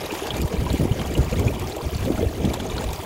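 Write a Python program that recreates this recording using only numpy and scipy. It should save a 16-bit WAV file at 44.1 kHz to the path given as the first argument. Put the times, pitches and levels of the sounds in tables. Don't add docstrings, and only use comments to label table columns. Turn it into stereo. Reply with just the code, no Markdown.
import sys
import numpy as np
from scipy import signal
from scipy.fft import rfft, irfft
from scipy.io import wavfile
from scipy.ndimage import uniform_filter1d

SR = 44100
rng = np.random.default_rng(int(sys.argv[2]) if len(sys.argv) > 2 else 0)


def store_wav(level_fs):
    pcm = np.round(np.clip(np.atleast_2d(level_fs), -1, 1) * 32767)
    wavfile.write(sys.argv[1], SR, pcm.T.astype(np.int16))


N = 134505
T = np.arange(N) / SR

# time in seconds, relative level in dB.
RUMBLE_CURVE = [(0.0, -36.5), (0.16, -44), (0.47, -23), (0.5, -35.5), (0.61, -26), (0.76, -29), (0.93, -23),
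                (0.94, -21.5), (1.16, -28), (1.2, -24), (1.26, -23), (1.46, -24), (1.6, -33.5),
                (1.67, -29.5), (1.79, -34), (1.83, -29), (2.17, -28.5), (2.19, -28.5), (2.39, -27.5),
                (2.44, -27), (2.66, -33.5), (2.73, -27.5), (3.03, -44), (3.05, -37)]
FLUTTER_CURVE = [(0, -44), (.14, -48), (.3, -44), (.43, -28), (.5, -34), (.6, -29), (.87, -24.5),
                 (1.05, -35), (1.2, -25), (1.28, -48.5), (1.44, -22), (1.6, -38), (2, -37.5), (2.1, -22.5),
                 (2.16, -30), (2.23, -25.5), (2.32, -38.5), (2.47, -24.5), (2.55, -35), (2.85, -35),
                 (2.92, -71), (3.05, -37)]
# centre in seconds, half length in seconds, depth in dB.
LULLS = [(0.478, 0.013, 16), (0.558, 0.0084, 4), (0.692, 0.013, 7), (0.778, 0.012, 21), (0.896, 0.014, 14),
         (0.95, .018, 14), (1.044, .015, 3), (1.305, 0.0089, 23), (1.588, 0.0079, 7), (1.718, .012, 14),
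         (1.75, 0.015, 21), (1.806, 0.024, 16), (1.91, 0.014, 20), (1.982, 0.011, 15), (2.172, 0.01, 10),
         (2.333, .014, 7)]
# start in seconds, relative level in dB, nominal pitch in Hz.
EDDIES = [(0.337, -12.5, 85), (.385, -20, 131), (0.448, -13.5, 72), (0.541, -9, 244), (0.586, -9.5, 84),
          (0.62, -9, 123), (0.666, -14.5, 73.6), (0.741, -8, 245), (0.796, -13, 169), (.809, -7, 136),
          (0.827, -13, 108), (.853, -8, 207), (0.911, -6, 93), (1.189, -3.5, 86), (1.203, -1.5, 87.5),
          (1.328, -12, 162), (1.382, -24, 84), (1.411, -22, 130), (1.426, -12.5, 218), (1.465, -7.5, 125),
          (1.608, -20, 112), (1.827, -14, 111), (1.858, -17, 85.4), (1.943, -17.5, 82), (2.02, -14, 101),
          (2.046, -16, 132), (2.074, -17, 248), (2.102, -10, 282), (2.19, -9, 99), (2.193, -8.5, 294),
          (2.225, -13.5, 128), (2.246, -7, 316), (2.261, -10.5, 70.6), (2.445, -8.5, 199),
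          (2.455, -7.5, 197), (2.73, -11.5, 63.4), (2.858, -14, 78), (2.99, -21, 91)]
# time in seconds, relative level in dB.
FLOW_CURVE = [(0, -35), (.14, -33), (.45, -35), (.6, -37), (.75, -32.5), (.9, -37), (1.5, -34.5),
              (1.65, -38), (2.05, -35.5), (2.3, -36.5), (2.6, -36), (2.82, -34.5), (3.05, -37)]
SPRAY_CURVE = [(0, -60), (.14, -43), (.21, -50.5), (.45, -49), (.66, -53), (.76, -43), (.8, -44),
               (1.0, -52), (1.56, -46.5), (1.66, -49.5), (2.05, -47.5), (2.3, -48), (2.65, -55),
               (2.88, -47.5), (3.05, -46.5)]
# peak time in seconds, relative tick and slap levels in dB.
SPLASHES = [(0.122, -23, -22), (.2705, -20.5, -26), (0.368, -19.5, -37), (0.417, -16, -34),
            (.459, -30, -42), (.477, -28, -40), (0.7298, -19, -34), (1.072, -24.5, -41), (1.14, -21, -34),
            (1.177, -19.5, -32), (1.246, -22.5, -36), (1.3136, -24, -49), (1.3957, -18.5, -52),
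            (1.597, -20.5, -30), (1.698, -23.5, -38), (1.765, -21.5, -31), (1.967, -23.5, -46),
            (2.052, -25, -23), (2.058, -28, -32), (2.179, -28, -34), (2.452, -21, -26), (2.536, -19, -22),
            (2.541, -16, -16), (2.8105, -26.5, -32), (2.8415, -22.5, -23), (2.932, -17.5, -20),
            (2.959, -29, -42)]
# start in seconds, relative level in dB, initial pitch in Hz, decay in cycles.
PLINKS = [(0.105, -17.5, 2510, 5.2), (.193, -19, 1060, 2.8), (0.304, -16, 3130, 9),
          (.342, -22.5, 3570, 3.3), (0.402, -25, 2270, 4.9), (0.701, -18.5, 3800, 3.6),
          (0.919, -24.5, 2850, 5), (0.9937, -20.5, 2900, 4.2), (1.15, -20.5, 2670, 8.8),
          (1.325, -19, 2450, 6.7), (1.4779, -17, 2330, 6.3), (1.556, -24, 2630, 2.7),
          (1.6715, -26, 4640, 5.4), (1.721, -25.5, 3870, 6.6), (1.947, -19.5, 4400, 3.8),
          (2.06, -26, 2550, 4), (2.176, -21, 1290, 3.7), (2.4487, -22, 3170, 4.6),
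          (2.5351, -19.5, 3450, 2.4), (2.599, -18.5, 3090, 3), (2.698, -25, 3430, 6.1),
          (2.78, -18.5, 3800, 4.7), (2.818, -19.5, 1630, 3.5), (2.888, -26, 3600, 5.4)]
# start in seconds, relative level in dB, initial pitch in Hz.
GULPS = [(.055, -22, 690), (.112, -22.5, 375), (0.126, -16, 303), (0.136, -16, 823), (.222, -19, 363),
         (.272, -33, 536), (.515, -21, 426), (.54, -21, 400), (.665, -16, 950), (.703, -19, 610),
         (.958, -22.5, 540), (1.325, -19.5, 477), (1.443, -24, 580), (1.503, -19, 590), (1.767, -15.5, 614),
         (1.79, -19, 814), (1.807, -21, 1000), (2.074, -22, 514), (2.192, -18, 593), (2.228, -14, 434),
         (2.246, -21.5, 570), (2.399, -21, 435), (2.54, -24, 815), (2.779, -18.5, 1370), (2.808, -17, 824),
         (2.839, -18.5, 590)]
# frequency in Hz, relative gain in dB.
MIST_EQ = [(1500, -4), (4000, 7), (6800, -7.5), (7800, 9.5), (11000, -16.5), (13500, 13), (15500, -3)]
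RUMBLE_EQ = [(20, -18), (40, -16.5), (60, -6.5), (88, -7), (115, -12), (170, -15.5), (300, -25.5),
             (700, -71)]
FLUTTER_EQ = [(60, -46), (150, 1.5), (250, 0), (400, -2), (600, -10.5), (1000, -26), (2500, -73)]
GURGLE_EQ = [(100, -28), (250, -4), (450, 0.5), (650, 0), (950, -4), (1300, -13.5), (2000, -12),
             (4000, -45)]
TICK_EQ = [(1000, -22), (3000, -11), (7000, 3), (9000, -8), (13000, -5.5), (16000, -12)]
SLAP_EQ = [(400, 0), (1000, 5), (2000, -0.5), (3500, 0), (6000, -21.5), (12000, -25)]
WATER_EQ = [(500, 7.5), (1000, 3.5), (1400, 0.5), (1900, 2), (2400, 2), (3300, -2.5), (4200, -5),
            (5200, -7.5), (6800, -5), (7800, -14), (11000, -11), (13500, -13.5), (15500, -27)]
SPRAY_EQ = [(1000, 8), (3000, 1.5), (6800, -1.5), (7800, 1.5), (11000, 1), (13500, -3.5), (15500, 15.5)]
# frequency in Hz, gain in dB.
RIGHT_PORT_EQ = [(250, 2.5), (600, 0.5), (2500, 1.54), (5000, 1.5), (8000, -0.5), (13000, -0.6)]

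PORT_LAG_S, LAG_SPREAD_S = 0.00025, 0.00016
BURST_ATTACK_S, TICK_DECAY_S, SLAP_DECAY_S = 0.0012, 0.0018, 0.005
ROCK_ATTACK_S, ROCK_DECAY_S = 0.0018, 0.006
LOW_CUT_HZ, HIGH_CUT_HZ = 18.5, 15700


def undb(db):
    return 10 ** (np.asarray(db) / 20)


def unit(x):
    return x / np.sqrt(np.mean(x ** 2))


def curve(rows):
    return undb(np.interp(T, *np.array(rows).T))


def shape(x, eq):
    hz, db = np.array(eq).T
    bins_hz = np.maximum(np.fft.rfftfreq(N, 1 / SR), 1)
    return irfft(rfft(x) * undb(np.interp(np.log(bins_hz), np.log(hz), db)), N)


def colour(x, eq):
    return unit(shape(x, eq))


def walk(rate_hz):
    held = rng.standard_normal(2048)[(T * rate_hz).astype(int) % 2048]
    return unit(uniform_filter1d(held, int(SR / rate_hz)))


def add(channel, start_s, sound):
    part = channel[max(int(start_s * SR), 0):][:len(sound)]
    part += sound[:len(part)]


def ring(hz, decay_cycles, rise=0.04, onset_cycles=0.68):
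    turns = np.arange(int(6 * decay_cycles / hz * SR) + 2) * hz / SR
    swell = 1 - np.exp(-2 * turns / onset_cycles)
    phase = 2 * np.pi * turns * (1 + rise * turns / decay_cycles / 2)
    return swell * np.exp(-turns / decay_cycles) * np.sin(phase)


def burst(decay_s):
    t = T[:2048] - 3 * BURST_ATTACK_S
    return rng.standard_normal(len(t)) * np.exp(np.minimum(t / BURST_ATTACK_S, -t / decay_s))


def swarm(count, low_hz, high_hz, decay_cycles, spread_db, lag_s=PORT_LAG_S):
    out = np.zeros((2, N))
    for when, size, strength, damping, place, side in rng.random((count, 6)):
        start_s = when * N / SR
        hz = low_hz * (high_hz / low_hz) ** size
        gain = undb(-spread_db * np.log(max(strength, 0.03))) * hz / low_hz
        bubble = gain * ring(hz, decay_cycles * (0.5 + damping))
        add(out[0], start_s, bubble * (0.5 + side))
        add(out[1], start_s + lag_s + LAG_SPREAD_S * (2 * place - 1), bubble * (1.5 - side))
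    return out


def rocks(x, wet_db):
    t = T[:2048]
    echo = rng.standard_normal((2, len(t))) * np.exp(-t / ROCK_DECAY_S) * np.minimum(t / ROCK_ATTACK_S, 1)
    echo /= np.sqrt(np.sum(echo ** 2, axis=1, keepdims=True))
    return x + undb(wet_db) * signal.fftconvolve(x, echo, axes=1)[:, :N]


def at_ports(x, wet_db):
    return rocks(np.array([x, np.roll(x, int(PORT_LAG_S * SR))]), wet_db)


def mist():
    return undb(-52.5) * colour(rng.standard_normal((2, N)), MIST_EQ)


def eddies(pitch_spread=0.12, scatter_s=0.0011):
    out = np.zeros((2, N))
    for start_s, db, hz in EDDIES:
        for port, detune, lag in zip(out, *rng.standard_normal((2, 2))):
            push = ring(hz * np.exp(pitch_spread * detune), decay_cycles=0.58, rise=0, onset_cycles=0.9)
            add(port, start_s + scatter_s * lag, 2 * undb(db + 2) * push)
    return out


def wind():
    rumble = rng.standard_normal((2, N)) * undb(3.2 * np.array([walk(16), walk(20)]))
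    rumble = undb(4.5) * colour(rumble, RUMBLE_EQ) * curve(RUMBLE_CURVE)
    flutter = rng.standard_normal((2, N)) * undb(1.62 * walk(35.14) + 2 * np.array([walk(120), walk(120)]))
    flutter = undb(3.5) * colour(flutter, FLUTTER_EQ) * curve(FLUTTER_CURVE)
    lull_db = sum(db * np.exp(-((T - centre_s) / half_s) ** 2) for centre_s, half_s, db in LULLS)
    port_db = [[0.5], [-0.5]]
    return (undb(-lull_db) * (rumble + flutter) + eddies()) * undb(port_db)


def gurgle():
    churn = swarm(count=1100, low_hz=263.1, high_hz=1358, decay_cycles=3.34, spread_db=-0.5, lag_s=0.00024)
    return undb(-33.5) * colour(rocks(churn, wet_db=-9.5), GURGLE_EQ)


def splashes():
    ticks, slaps = np.zeros((2, N))
    for peak_s, tick_db, slap_db in SPLASHES:
        start_s = peak_s - 3 * BURST_ATTACK_S
        add(ticks, start_s, undb(tick_db - 1.26) * burst(TICK_DECAY_S))
        add(slaps, start_s, undb(slap_db - 1) * burst(SLAP_DECAY_S))
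    return at_ports(shape(ticks, TICK_EQ) + shape(slaps, SLAP_EQ), wet_db=-6)


def near_bubbles():
    tones, cracks = np.zeros((2, N))
    for start_s, db, hz, decay_cycles in PLINKS:
        plink = ring(hz, decay_cycles, rise=0.07, onset_cycles=1.36)
        add(tones, start_s + 0.00106, undb(db + 1) * plink)
        add(cracks, start_s, undb(db - 6) * burst(TICK_DECAY_S))
    for start_s, db, hz in GULPS:
        add(tones, start_s, undb(db) * ring(hz, decay_cycles=3))
    return at_ports(tones + shape(cracks, SLAP_EQ), wet_db=-4)


def running_water():
    bubbles = swarm(count=4400, low_hz=1079, high_hz=12220, decay_cycles=5.4, spread_db=3.5)
    spray = swarm(count=7500, low_hz=2820, high_hz=13900, decay_cycles=3, spread_db=2.5)
    wash = rng.standard_normal((2, N)) * undb(3.4 * walk(90))
    body = undb(-3) * colour(rocks(bubbles, wet_db=-4), WATER_EQ) + undb(-3.5) * colour(wash, WATER_EQ)
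    ticks = undb(2.5) * colour(rocks(spray, wet_db=-4), SPRAY_EQ)
    surge_db = walk(22.2) + walk(140) / 2
    return (body * curve(FLOW_CURVE) + ticks * curve(SPRAY_CURVE)) * undb(surge_db)


def scene():
    left, right = gurgle() + running_water() + near_bubbles() + splashes() + mist()
    return np.array([left, shape(right, RIGHT_PORT_EQ)]) + wind()


def record(dry):
    low_cut = signal.butter(1, LOW_CUT_HZ, "high", fs=SR, output="sos")
    high_cut = signal.ellip(10, 0.2, 80, HIGH_CUT_HZ, fs=SR, output="sos")
    return signal.sosfilt(high_cut, signal.sosfilt(low_cut, dry))


dry = scene()
out = record(dry)
store_wav(out)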